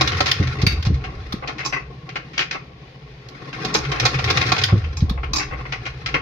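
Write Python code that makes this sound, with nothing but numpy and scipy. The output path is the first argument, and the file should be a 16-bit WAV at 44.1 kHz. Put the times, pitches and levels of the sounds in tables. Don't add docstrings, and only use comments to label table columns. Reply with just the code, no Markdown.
import sys
import numpy as np
from scipy import signal
from scipy.fft import rfft, irfft, next_fast_len
from scipy.io import wavfile
from scipy.ndimage import uniform_filter1d, minimum_filter1d

SR = 44100
rng = np.random.default_rng(int(sys.argv[2]) if len(sys.argv) > 2 else 0)


def to_wav(s):
    ch = np.atleast_2d(s).T
    pcm = np.round(np.clip(ch, -1, 1) * 32767)
    wavfile.write(sys.argv[1], SR, pcm.astype(np.int16))


N = 273861
PADDED = next_fast_len(N + SR // 2, True)
TIME, FREQS = np.arange(N) / SR, np.fft.rfftfreq(PADDED, 1 / SR)
CONTACT_S = .0026
LEFT_RIGHT = np.array([[1], [-1]])


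def from_db(db):
    return 10 ** (np.asarray(db) / 20)


def rms_one(x):
    return x / np.sqrt(np.mean(x ** 2) + 1e-20)


def in_time(rows):
    s, *columns = np.transpose(rows)
    return [np.interp(TIME, s, column) for column in columns]


def at_hz(points, hz):
    point_hz, values = np.array(points).T
    return np.interp(np.log(hz + 1), np.log(point_hz), values)


def drift(rate):
    knots = rng.standard_normal(N // 8)
    return rms_one(np.interp(TIME * rate, np.arange(len(knots)), knots))


def band(low_hz, high_hz, order=10):
    low_cut = 1 + (low_hz / (FREQS + 1)) ** (2 * order)
    high_cut = 1 + (FREQS / high_hz) ** (2 * order)
    return (low_cut * high_cut) ** -.5


# frequency_hz, correlation
LIKENESS = [(120, 0.54), (250, 1.9), (500, 0.63), (1000, 0.09), (2000, -0.09), (8000, 0.05)]
# frequency_hz, left_over_right_db
BALANCE = [(150, 1), (350, 5), (700, 0.5), (1400, 1.5), (2500, 6), (4000, 1.5), (6000, -4), (9000, -10.5),
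           (13000, -9.5)]


def contacts(colour, grit_db):
    sizes = from_db(grit_db * np.clip(drift(900), -2, 2))
    mid, side = rfft(rng.standard_normal((2, N)) * sizes, PADDED)
    alike = np.clip(at_hz(LIKENESS, FREQS), -1, 1)
    pair = np.sqrt(1 + alike) * mid + np.sqrt(1 - alike) * side * LEFT_RIGHT
    pair = pair * from_db(LEFT_RIGHT * at_hz(BALANCE, FREQS) / 2)
    return rms_one(irfft(pair * colour, PADDED)[:, :N])


def resonance(modes, ring_db):
    ring = sum(from_db(db) ** 2 / (1 + (2 * (FREQS - hz) / width) ** 2) for hz, width, db in modes)
    return np.sqrt(1 + from_db(ring_db) ** 2 * ring)


# pitch_hz, width_hz, relative_db
CASING = [(319, 16.3, -1), (417.7, 25.5, -1.5), (527.5, 44.8, -1.5), (751, 35, 2), (854, 20, 0),
          (1087.6, 42.75, 2.5), (1368, 76.5, -1), (1840, 43.4, -3), (2154, 41, -1.5), (2489, 69, -1.5),
          (2757, 42, -3), (3186, 196, -2.5), (3486, 85, -1), (3792, 53, 0.5), (4110, 170, -1.5),
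          (4790, 54, -4), (5190, 23.6, -4), (5750, 69, -3), (6350, 27, -6.5)]


def casing_response():
    return resonance(CASING, ring_db=8.0)


def grinding(colour, spacing_hz, shift_db, grit_db, count=3):
    total = 0
    for k in range(count):
        part = np.maximum(np.cos(2 * np.pi * (FREQS / spacing_hz + k / count)), 0) ** .5
        total = total + contacts(colour * part, grit_db) * from_db(shift_db * drift(45))
    return rms_one(total)


def tooth_ticks(per_s, size_db, t60, count=30):
    at = np.flatnonzero(rng.random(N) < per_s / SR)
    sizes = from_db(size_db * np.minimum(rng.exponential(1, len(at)), 2))
    out = np.zeros((2, N))
    for hz in np.geomspace(600, 5000, count):
        clicks = np.zeros((2, N))
        chosen = rng.random(len(at)) < 1 / 6
        clicks[:, at] = sizes * chosen * rng.standard_normal((2, len(at)))
        r, w = from_db(-60 / (t60 * SR)), 2 * np.pi * hz / SR
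        poles = [1, -2 * r * np.cos(w), r * r]
        out += signal.lfilter([np.sin(w), 0, -np.sin(w)], poles, clicks + 1e-18) / w
    return rms_one(out)


# time_s, low_db, high_db
CHURN = [(0.0, -33.5, -25.5), (0.17, -33, -28), (0.43, -41.5, -34.5), (0.6, -34.5, -39.5),
         (0.72, -43.5, -40), (1.07, -37.5, -49), (1.35, -46, -44.5), (1.56, -41.5, -50),
         (1.85, -45.5, -58.5), (2.3, -46.5, -51.5), (2.65, -48, -63), (3.18, -53, -57), (3.46, -38, -43),
         (3.74, -30, -30.5), (3.87, -37, -39), (3.96, -33, -30.5), (4.19, -31, -32), (4.53, -32, -26),
         (4.72, -41.5, -39.5), (4.98, -44, -48.5), (5.21, -42, -61), (5.48, -40, -46), (6.02, -46, -45.5),
         (6.21, -34, -45)]
# frequency_hz, relative_db
GEAR_LOW = [(140, 28), (200, 1), (320, 0), (480, 4.5), (600, -14.5), (780, -3), (930, -16.5), (1150, 6.5),
            (1400, -11)]
# frequency_hz, relative_db
GEAR_HIGH = [(1400, 7), (2300, 5), (3100, -7.5), (5000, -1.5), (6500, -14), (8200, -37), (10500, -27),
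             (15000, -52)]


def churn(iron, low_db, high_db, mesh_db, ticks_db):
    low, high = in_time(CHURN)
    low_colour = iron * from_db(at_hz(GEAR_LOW, FREQS)) * band(162.6, 1060)
    high_colour = iron * from_db(at_hz(GEAR_HIGH, FREQS)) * band(1200, 15500)
    grind = grinding(low_colour, spacing_hz=373.8, shift_db=3.5, grit_db=-1.0)
    scrape = grinding(high_colour, spacing_hz=837.0, shift_db=3.5, grit_db=1.5)
    tick_spectrum = rfft(tooth_ticks(per_s=220, size_db=5.5, t60=0.036), PADDED)
    ticks = rms_one(irfft(tick_spectrum * iron * band(700, 2600, order=1), PADDED)[:, :N])
    mesh = rms_one(from_db(mesh_db * drift(140)))
    rubbing = (from_db(low + low_db) * grind + from_db(high + high_db) * scrape) * mesh
    return rubbing + from_db(high + ticks_db) * ticks


# crest_s, throbs_since_start
THROB_CRESTS = [(-.05, 0), (1.09, 16), (1.461, 21), (2.129, 30), (2.969, 42), (3.428, 48), (5.155, 70),
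                (5.541, 75), (5.806, 78), (6.23, 83)]
# time_s, lower_db, lower_pitch_hz, upper_db
THROB = [(0, -28, 125, -47), (1.2, -37, 128.4, -49), (1.9, -35, 131.3, -45.5), (2.5, -40.5, 134, -41.5),
         (2.9, -42, 130.6, -56), (3.2, -37.5, 129.3, -51), (5.24, -34, 127, -56), (6.21, -32.5, 128, -47)]
# peak_s, level_db
HEAVES = [(0.02, -23.5), (0.479, -20), (0.595, -27), (0.703, -36), (0.968, -23.5), (3.891, -23),
          (4.047, -19), (4.172, -20.5), (4.265, -23), (4.385, -25), (4.521, -24), (4.627, -27),
          (4.77, -22.5)]


def throbs(upper_hz, width_s, heave_db, scatter, uneven_db, sharpness):
    turns, = in_time(THROB_CRESTS)
    lower_db, lower_hz, upper_db = in_time(THROB)
    swell = from_db(uneven_db * drift(19)) * np.abs(np.cos(np.pi * turns)) ** sharpness
    heave_power = np.zeros(N)
    for s, peak_db in HEAVES:
        hump = np.maximum(1 - ((TIME - s) / width_s) ** 2, 0) ** 2
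        heave_power += (from_db(peak_db + heave_db) * hump) ** 2

    def tone(hz):
        return np.sqrt(2) * np.sin(2 * np.pi * np.cumsum(hz * (1 + scatter * drift(25))) / SR)

    lower_level = np.sqrt((from_db(lower_db) * swell) ** 2 + heave_power)
    return lower_level * tone(lower_hz) + from_db(upper_db) * swell * tone(upper_hz)


# time_s, pitch_hz, level_db
BOOM = [(0, 80, -35), (.2, 88.4, -29.5), (.35, 90.4, -40.5), (.6, 70.3, -30.5), (.92, 73.1, -31.5),
        (1.1, 65.2, -57), (1.9, 57.9, -46), (2.3, 62, -54.5), (3.55, 60.4, -52.5), (3.9, 66.2, -38),
        (4.15, 66.3, -34), (4.4, 95.4, -31.5), (4.6, 92, -33), (4.82, 80, -31), (4.98, 72.1, -32),
        (5.1, 56.5, -29), (5.3, 59.9, -34), (5.8, 59.3, -43.5), (6.21, 73.6, -37.5)]
# start_s, peak_db, pitch_hz, chuff_db
FIRINGS = [(0.4043, -6, 106, -23.5), (0.417, -15.5, 141, -35), (0.6374, -4, 110, -23),
           (0.674, -8.5, 130, -41), (0.722, -23, 190, -30.5), (0.874, -5.5, 112, -41),
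           (0.906, -8.5, 133, -28), (1.3428, -15, 185, -31), (4.7309, -2, 112, -22.5),
           (4.742, -12, 151, -34), (4.76, -14, 110, -52), (5.028, -3.5, 122, -30.5),
           (5.113, -13, 157.1, -49)]
FULL_PUFF_DB, BOOM_FALL_DB_PER_S = -5, 41
HOT_LIFT, COOLING_S = 0.357, 0.0502


def boom(fired_db, growth, pumped_db, waver, unrest):
    hz, pumping_db = in_time(BOOM)
    level, heat = from_db(pumped_db + pumping_db), np.zeros(N)
    for s, db, *_ in FIRINGS:
        age = np.maximum(TIME - s, 0)
        kick_db = fired_db + growth * min(db - FULL_PUFF_DB, 0)
        fired_level = np.minimum(age * hz, 1) * from_db(kick_db - BOOM_FALL_DB_PER_S * age)
        level = np.maximum(level, fired_level)
        heat = np.maximum(heat, (age > 0) * from_db(kick_db - fired_db) * np.exp(-age / COOLING_S))
    phase = 2 * np.pi * np.cumsum(hz * (1 + HOT_LIFT * heat + waver * drift(45))) / SR
    eddies = unrest / (1 + level / from_db(-22))
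    swing = (1 + eddies * drift(50)) * np.sin(phase) + eddies * drift(50) * np.cos(phase)
    return level * swing / np.sqrt(.5 + eddies ** 2)


# frequency_hz, relative_db
HISS = [(200, -3.5), (330, -8), (485, 1), (570, -6), (700, -6), (880, -10), (980, -9.5), (1150, -16.5),
        (2100, -7.5), (3000, -12.5), (4800, -16.5), (6400, -28), (8200, -52), (11000, -46.5), (15000, -51)]


def hiss(db, waver_db):
    colour = from_db(at_hz(HISS, FREQS)) * band(110, 16000, order=4)
    level = from_db(db + waver_db * drift(8))
    return level * grinding(colour, spacing_hz=528, shift_db=1.8, grit_db=1.5)


def rebounds(per_s, t60):
    touches = (rng.random(N) < per_s / SR) * rng.random(N) * 2
    power = signal.lfilter([1], [1, -from_db(-120 / (t60 * SR))], touches)
    return rms_one(np.sqrt(.3 + power))


def partials(share_below, age, count):
    places = .96 * (np.arange(count) + rng.random(count)) / count
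    hz = np.interp(places, share_below, FREQS)
    gains = from_db(LEFT_RIGHT * at_hz(BALANCE, hz) / 2 + rng.normal(0, 3, count))
    gains = gains / np.sqrt(np.sum(gains ** 2) / 4)
    gains = gains * np.exp(2j * np.pi * rng.random((2, count)))
    turns = 2 * np.pi * hz[:, None] * age
    return gains.real @ np.cos(turns) + gains.imag @ np.sin(turns)


HARDNESS = [-0.44, 0.42, 1.39, 2]
FIRM_BLOW_DB, DECAY_HALVING_DB = -23, 16


def blows(rows, spectrum_db, t60, pan_db):
    hits = []
    for s, rattle, db, bright in rows:
        blow_t60 = t60 * .5 ** (max(db - FIRM_BLOW_DB, 0) / DECAY_HALVING_DB)
        levels = db + np.array(spectrum_db) + bright * np.array(HARDNESS)
        hits.append((s, max(rattle, 0), blow_t60, *levels, pan_db))
    return hits


# low_hz, high_hz
KNOCK_BANDS = [(250, 1400), (1400, 3200), (3200, 7300), (9200, 15500)]
# frequency_hz, relative_db
CONTACT = [(250, -1.5), (420, -4), (600, -4.5), (780, -1.5), (930, -6), (1150, -1.5), (1600, 0),
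           (2300, 2.5), (3000, -3), (5000, 0.5), (6300, -7), (7500, -18.5), (10000, -24), (13000, -24.5),
           (16000, -28)]
SETTLE_S = .014


def knocks(hits, part, band_db, ring_db, crack_db, crack_s, chatter_db, clash_share, ring_t60, count):
    body = part * from_db(at_hz(CONTACT, FREQS))
    colours = [body * band(*edges, order=14) for edges in KNOCK_BANDS]
    shares = [np.cumsum(c ** 2) / np.sum(c ** 2) for c in colours]
    power, rings = np.zeros((len(colours), 2, N)), np.zeros((2, N))
    chatter = rms_one(from_db(chatter_db * drift(300)) * rebounds(per_s=230, t60=0.1))
    for s, rattle, t60, *levels, pan in hits:
        span = slice(max(0, int((s - CONTACT_S) * SR)), int((s + .2) * SR))
        age = TIME[span] - s
        rise = np.clip(age / CONTACT_S + .5, 0, 1)
        since = np.maximum(age - rattle, 0)
        gains = from_db(levels)[:, None, None] * from_db(LEFT_RIGHT * pan / 2)
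        clash = rise * from_db(-60 * since / (t60 * clash_share))
        clash = clash * (1 + (chatter[span] - 1) * np.clip(age / SETTLE_S, 0, 1) ** 2)
        crack = 1 + from_db(crack_db) * np.exp(-np.abs(age) / crack_s)
        power[:, :, span] += (gains * clash * crack) ** 2
        for k, share_below in enumerate(shares):
            ring = rise * from_db(-60 * since / np.hypot(t60, ring_t60[k]) + ring_db[k])
            rings[:, span] += gains[k] * ring * partials(share_below, age, count=count)
    clashes = 0
    for band_power, colour, db in zip(power, colours, band_db):
        clashes = clashes + from_db(db) * np.sqrt(band_power) * contacts(colour, grit_db=1.0)
    return rings + clashes


def ringing(strikes, modes, width_hz):
    out = np.zeros((2, N))
    for s, db in strikes:
        span = slice(int(s * SR), int((s + .4) * SR))
        age = np.maximum(TIME[span] - s, 0)
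        for hz, mode_db, t60 in modes:
            steps = rng.standard_normal((2, 2, len(age)))
            wander = np.cumsum(steps, axis=-1) * np.sqrt(2 * np.pi * abs(width_hz) / SR)
            start = rng.random((2, 2, 1))
            pair = np.sin(2 * np.pi * (hz * age + start) + wander).sum(axis=1)
            level = from_db(db + mode_db - 60 * age / t60) * np.minimum(age / CONTACT_S, 1)
            out[:, span] += level * pair
    return out


# start_s, rattle_s, level_db, brightness_db
KNOCKS = [(0.01, 0.0087, -17, -1), (0.205, 0.0064, -16, -1.5), (0.402, 0.0066, -37, -2),
          (0.616, 0.01, -30.5, 1.5), (0.851, 0.021, -32, -0.5), (3.287, 0.0012, -44.5, 5),
          (3.649, 0.0051, -26, 1), (3.748, 0.0079, -17.5, -1), (4.053, 0.014, -17.5, 1.5),
          (4.301, 0.012, -20, 0), (4.519, 0.007, -18, -0.5), (4.724, 0.0032, -37.5, -21.5)]
# start_s, rattle_s, level_db, brightness_db
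TAPS = [(0.075, 0.0063, -20.5, 3), (0.119, 0.003, -25, -1), (0.17, 0.012, -37, 6.5),
        (0.259, 0.012, -20.5, 1.5), (0.278, 0.023, -23.5, 0), (0.472, 0.0028, -27, -1.5),
        (0.942, 0.006, -37, -1), (3.701, .004, -36, -12), (3.917, 0.0086, -19.5, -3),
        (3.933, 0.0032, -27, -17), (3.965, .004, -41, -14), (3.999, 0.0024, -19, 4),
        (4.188, 0.0096, -21, -5), (4.242, 0.0012, -20.5, 2.5), (4.372, 0.0034, -14.5, -0.5),
        (4.414, 0.0035, -18, 0), (4.464, 0.01, -30, 4), (4.565, 0.002, -19, -4), (4.58, 0.011, -21, -0.5),
        (4.615, 0.011, -21.5, -2.5), (4.778, .003, -49, 8.5)]
# start_s, rattle_s, level_db, brightness_db
CLACKS = [(0.996, 0.02, -42, -1), (1.04, 0.007, -26.5, 1), (1.475, 0.013, -26.5, 8),
          (1.486, 0.012, -21, -9), (1.583, 0.00024, -28.5, 6), (1.631, 0.013, -32, 0), (2.091, 0, -26, 3),
          (2.157, 0.01, -19, -0.5), (2.333, 0.06, -37, 4.5), (2.379, 0.0011, -14, 6.5),
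          (2.393, 0.028, -18, 5), (2.511, 0, -19, 7.5), (2.525, 0.019, -28.5, 5.5), (3.529, 0.01, -27, 2.5),
          (3.85, 0, -23, 4), (4.028, 0.01, -19, -6), (4.143, 0, -20, 5.5), (4.275, 0.033, -22, 1.5),
          (4.842, 0.0055, -27, -2), (5.005, 0.00052, -42.5, 17), (5.232, 0.012, -24.5, -5.5),
          (5.723, 0.0029, -19.5, 3.5), (5.732, 0, -36, 1), (5.854, 0.011, -26, 3.5),
          (5.863, 0.0052, -28, 5), (6.061, 0.000051, -19, 9.5), (6.085, 0.0084, -27, 2),
          (6.142, 0.0043, -12, -1), (6.149, 0.0049, -27, -16)]


def casing_blows(iron):
    hits = (blows(KNOCKS, spectrum_db=[0.5, 2.0, 1.5, -28.0], t60=0.056, pan_db=-3.0)
            + blows(TAPS, spectrum_db=[-7.0, 1.5, -3, -34.5], t60=0.096, pan_db=-1.5)
            + blows(CLACKS, spectrum_db=[-9.5, -2.0, -16, -61], t60=0.12, pan_db=-0.4))
    return knocks(hits, iron, band_db=[-2.9, -4.0, -0.67, -5.5], ring_db=[-3.5, -7.5, -9.0, -1.0],
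                  crack_db=-12.0, crack_s=0.0013, chatter_db=-0.3, clash_share=0.78,
                  ring_t60=[0.087, 0.025, 0.041, .02], count=13)


# start_s, rattle_s, level_db, brightness_db
PINGS = [(0.3145, 0.0047, -16.5, 1), (0.826, 0.007, -32.5, -1.5), (2.392, 0.0005, -9.5, -13),
         (4.6375, 0.003, -16, 2.5)]
# pitch_hz, width_hz, relative_db
HEAD = [(780, 46, -3), (1490, 130, -4), (1850, 90, -1), (1936, 110, -5.5), (3040, 190, 3), (3413, 180, 7.5),
        (4080, 180, 2.5), (4830, 170, 3.5), (5570, 140, 1), (6580, 130, -2)]


def head_pings():
    hits = blows(PINGS, spectrum_db=[-22.0, 5.5, 5.0, -23.5], t60=0.038, pan_db=-2.8)
    return knocks(hits, resonance(HEAD, ring_db=9.5),
                  band_db=[-8.0, -4.1, 0.0, -4.5], ring_db=[-5.5, -11.5, -30.0, 0.0],
                  crack_db=-16.0, crack_s=0.0012, chatter_db=11.5, clash_share=1.0,
                  ring_t60=[0.14, 0.083, 0.052, 0.026], count=40)


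def firings(lead_cycles, tail_cycles, gas_db, gas_t60, chuff_t60):
    puffs, rush, chuff = np.zeros((3, N))
    for s, db, hz, chuff_db in FIRINGS:
        span = slice(int((s - .03) * SR), int((s + .3) * SR))
        age = TIME[span] - s
        cycles, since = age * hz, np.maximum(age, 0)
        swing = np.cos(2 * np.pi * cycles * np.where(age < 0, 1.2, .95))
        envelope = np.exp(-(cycles / np.where(age < 0, lead_cycles, tail_cycles)) ** 2)
        puffs[span] += from_db(db) * swing * envelope
        rush[span] += from_db(db) * np.clip(cycles, 0, 1) * from_db(-60 * since / gas_t60)
        chuff[span] += np.clip(2 * cycles + 1.5, 0, 1) * from_db(chuff_db - 60 * since / chuff_t60)
    in_pipe = rms_one(contacts(band(99, 190, order=3), grit_db=-6.0).sum(axis=0))
    at_mouth = contacts(band(170, 386, order=4), grit_db=0.5)
    return puffs + from_db(gas_db) * rush * in_pipe + chuff * at_mouth


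# start_s, rattle_s, level_db, brightness_db
RASPS = [(0.427, 0.011, -34.5, 11), (0.587, 0.015, -37.5, 8.5), (1.326, 0.0056, -44, -11),
         (1.424, 0.024, -34, -10), (1.592, 0.02, -31, 5.5), (1.725, 0.023, -25.5, 3.5),
         (1.763, 0.013, -27, -2.5), (2.546, 0.019, -30.5, -5.5), (3.94, 0.041, -31, -5),
         (4.427, 0.0099, -30, -2), (4.686, .022, -29.5, -3.5), (5.098, 0.0044, -47, -12),
         (5.176, 0.0093, -34.5, -11), (5.397, 0.021, -25.5, 1.5), (5.428, 0.0047, -33.5, 11),
         (5.51, 0.033, -33.5, -7.5), (5.591, 0.016, -37.5, -9), (5.653, 0.0074, -33.5, -1),
         (5.735, 0.0083, -30, 2), (5.866, 0.0072, -31.5, 2.5), (6.15, 0.0093, -22.5, 0.5)]
# pitch_hz, width_hz, relative_db
GEARS = [(296, 40, 0.5), (515, 53, 1), (771, 43, 2), (1105, 83, 4), (1487, 110, 0), (1976, 155, 3),
         (2162, 124, 1.5), (2610, 100, -1), (2660, 83, 1)]


def gear_rasps():
    hits = blows(RASPS, spectrum_db=[-2.5, 1, -17.5, -68], t60=0.091, pan_db=0.5)
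    return knocks(hits, resonance(GEARS, ring_db=11.0),
                  band_db=[-1.7, 0.1, -5.5, -1.0], ring_db=[-3.0, -10.5, 0.0, -10.0],
                  crack_db=-14.0, crack_s=0.0014, chatter_db=-1.0, clash_share=0.95,
                  ring_t60=[0.075, 0.063, 0.04, .02], count=13)


# start_s, rattle_s, level_db, brightness_db
SPRING_JOLTS = [(0.6662, 0.0055, -14.5, 0.5), (0.689, 0.048, -35.5, 0.5)]
# pitch_hz, relative_db, t60_s
SPRING = [(1050, -8.5, .05), (2213, 1, 0.15), (2670, 1, 0.14), (3050, -7.5, .2), (3400, -7, 0.13),
          (3780, -1.5, 0.17), (4630, -0.5, 0.28), (4560, -1.5, 0.23), (4710, -8.5, 0.15), (5870, -12, .18),
          (6330, -10, .12)]


def spring(ring_db):
    hits = blows(SPRING_JOLTS, spectrum_db=[-10.5, 2.5, 1.0, -22], t60=0.065, pan_db=-1.5)
    part = resonance([(hz, 100, db) for hz, db, _ in SPRING], ring_db=14.5)
    clash = knocks(hits, part, band_db=[-1.3, -1.4, -1.5, -1.7], ring_db=[-9.0, -31.0, -23.0, -3.0],
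                   crack_db=-18.0, crack_s=0.0012, chatter_db=-1.5, clash_share=0.91,
                   ring_t60=[0.1, 0.15, 0.1, 0.04], count=30)
    strikes = [(s, db + ring_db) for s, _, db, _ in SPRING_JOLTS]
    return clash + ringing(strikes, SPRING, width_hz=35)


# start_s, rattle_s, level_db, brightness_db
VALVE_SNAPS = [(1.324, 0.0077, -31, 1.5), (5.096, 0.005, -32, 2)]
# pitch_hz, width_hz, relative_db
VALVE = [(1280, 35, -0.5), (3570, 160, 1), (4140, 37, -4), (4350, 103, -6), (5300, 100, -8.5),
         (6460, 97, -13), (6750, 37, -16)]


def valve_snaps():
    hits = blows(VALVE_SNAPS, spectrum_db=[4, -1, 2.5, -21.5], t60=0.05, pan_db=-2.0)
    return knocks(hits, resonance(VALVE, ring_db=17.0),
                  band_db=[-1.3, -1.2, -0.62, -1.4], ring_db=[-15.0, -16.0, -16.5, -4.0],
                  crack_db=-14.0, crack_s=0.0012, chatter_db=-2.5, clash_share=0.71,
                  ring_t60=[0.07, 0.06, 0.043, 0.04], count=24)


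# start_s, rattle_s, level_db, brightness_db
CLANGS = [(1.65, 0.024, -24, -3), (3.741, 0.018, -21.5, 1), (4.97, 0.0037, -32, 0.5),
          (5.334, 0.001, -20, 1), (5.347, 0.0093, -29, -10.5), (5.359, 0.012, -22, 0),
          (5.384, 0.0024, -23.5, -1)]
# pitch_hz, width_hz, relative_db
ROCKER = [(299.5, 22, 6.5), (847, 24, 8), (1077, 36, 11.5), (1190, 51, 2.5), (2220, 47, -1),
          (2506, 67, 5.5), (3975, 110, 2), (4740, 99, 4), (5060, 44, 1), (5350, 58, 7.5), (5520, 36, 7.5),
          (6070, 31, 6), (6300, 45, 10), (7250, 220, 9.5)]


def rocker_clangs(ring_db, stretch, rattle_share):
    hits = blows(CLANGS, spectrum_db=[-7.0, -2.0, 2.0, -29.5], t60=0.16, pan_db=-0.5)
    clash = knocks(hits, resonance(ROCKER, ring_db=10.0),
                   band_db=[0.5, -4.5, -0.5, -4.0], ring_db=[-8.0, -12.0, -25.0, 2.0],
                   crack_db=-15.0, crack_s=0.0019, chatter_db=4.0, clash_share=0.58,
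                   ring_t60=[0.084, 0.046, 0.071, .02], count=24)
    modes = [(hz, db, stretch / width) for hz, width, db in ROCKER]
    strikes = [(s + rattle_share * max(rattle, 0), db + ring_db) for s, rattle, db, _ in CLANGS]
    return clash + ringing(strikes, modes, width_hz=7.3)


# start_s, level_db
PIN_STRIKES = [(2.379, -33), (2.393, -41)]
# pitch_hz, relative_db, t60_s
PIN = [(2190, -4, .17), (2370, -5, 0.17), (4740, -1, .14), (6170, 1, 0.096)]


def pin():
    return ringing(PIN_STRIKES, PIN, width_hz=6.7)


# frequency_hz, t60_s
ROOM_T60 = [(100, 0.17), (1000, 0.3), (4000, 0.26), (10000, 0.16)]


def workshop(x, wet_db):
    age, response = TIME[:SR // 2], 0
    for low, high in [(60, 400), (400, 2500), (2500, 7500), (7500, 16000)]:
        bandpass = signal.butter(2, [low, high], "band", fs=SR, output="sos")
        noise = signal.sosfilt(bandpass, rng.standard_normal((2, len(age))))
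        t60 = at_hz(ROOM_T60, np.sqrt(low * high))
        response = response + noise * from_db(-60 * age / t60)
    response = response * np.clip(age / 0.0039 - .5, 0, 1)
    response = response / np.sqrt(np.sum(response ** 2) / 2)
    return from_db(wet_db) * irfft(rfft(x, PADDED) * rfft(response, PADDED), PADDED)[:, :N]


def scene():
    iron = casing_response()
    gears = churn(iron, low_db=1.0, high_db=1.0, mesh_db=2.0, ticks_db=-6.0)
    bass = throbs(upper_hz=165.7, width_s=0.053, heave_db=-0.3, scatter=0.0443,
                  uneven_db=1.5, sharpness=1.55)
    bass = bass + boom(fired_db=-17.0, growth=2.06, pumped_db=4.0, waver=0.1112, unrest=1.74)
    background = hiss(db=-48.0, waver_db=0.6)
    metal = casing_blows(iron) + head_pings() + gear_rasps() + spring(ring_db=-13.5)
    metal += valve_snaps() + rocker_clangs(ring_db=-19.5, stretch=5.5, rattle_share=.4) + pin()
    exhaust = firings(lead_cycles=0.54, tail_cycles=0.66, gas_db=-20.0, gas_t60=0.13, chuff_t60=0.15)
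    room = workshop(metal, wet_db=-11.0) + workshop(exhaust, wet_db=-16.5)
    return metal + gears + exhaust + room + bass + background


def record(dry):
    dry = signal.sosfilt(signal.butter(1, 12, "high", fs=SR, output="sos"), dry)
    allowed = np.minimum(1, .93 / (np.abs(dry).max(axis=0) + 1e-9))
    gain = uniform_filter1d(minimum_filter1d(allowed, size=181), size=181)
    top_cut = signal.ellip(10, .2, 80, 15800, fs=SR, output="sos")
    return signal.sosfilt(top_cut, dry * gain)


dry = scene()
out = record(dry)
to_wav(out)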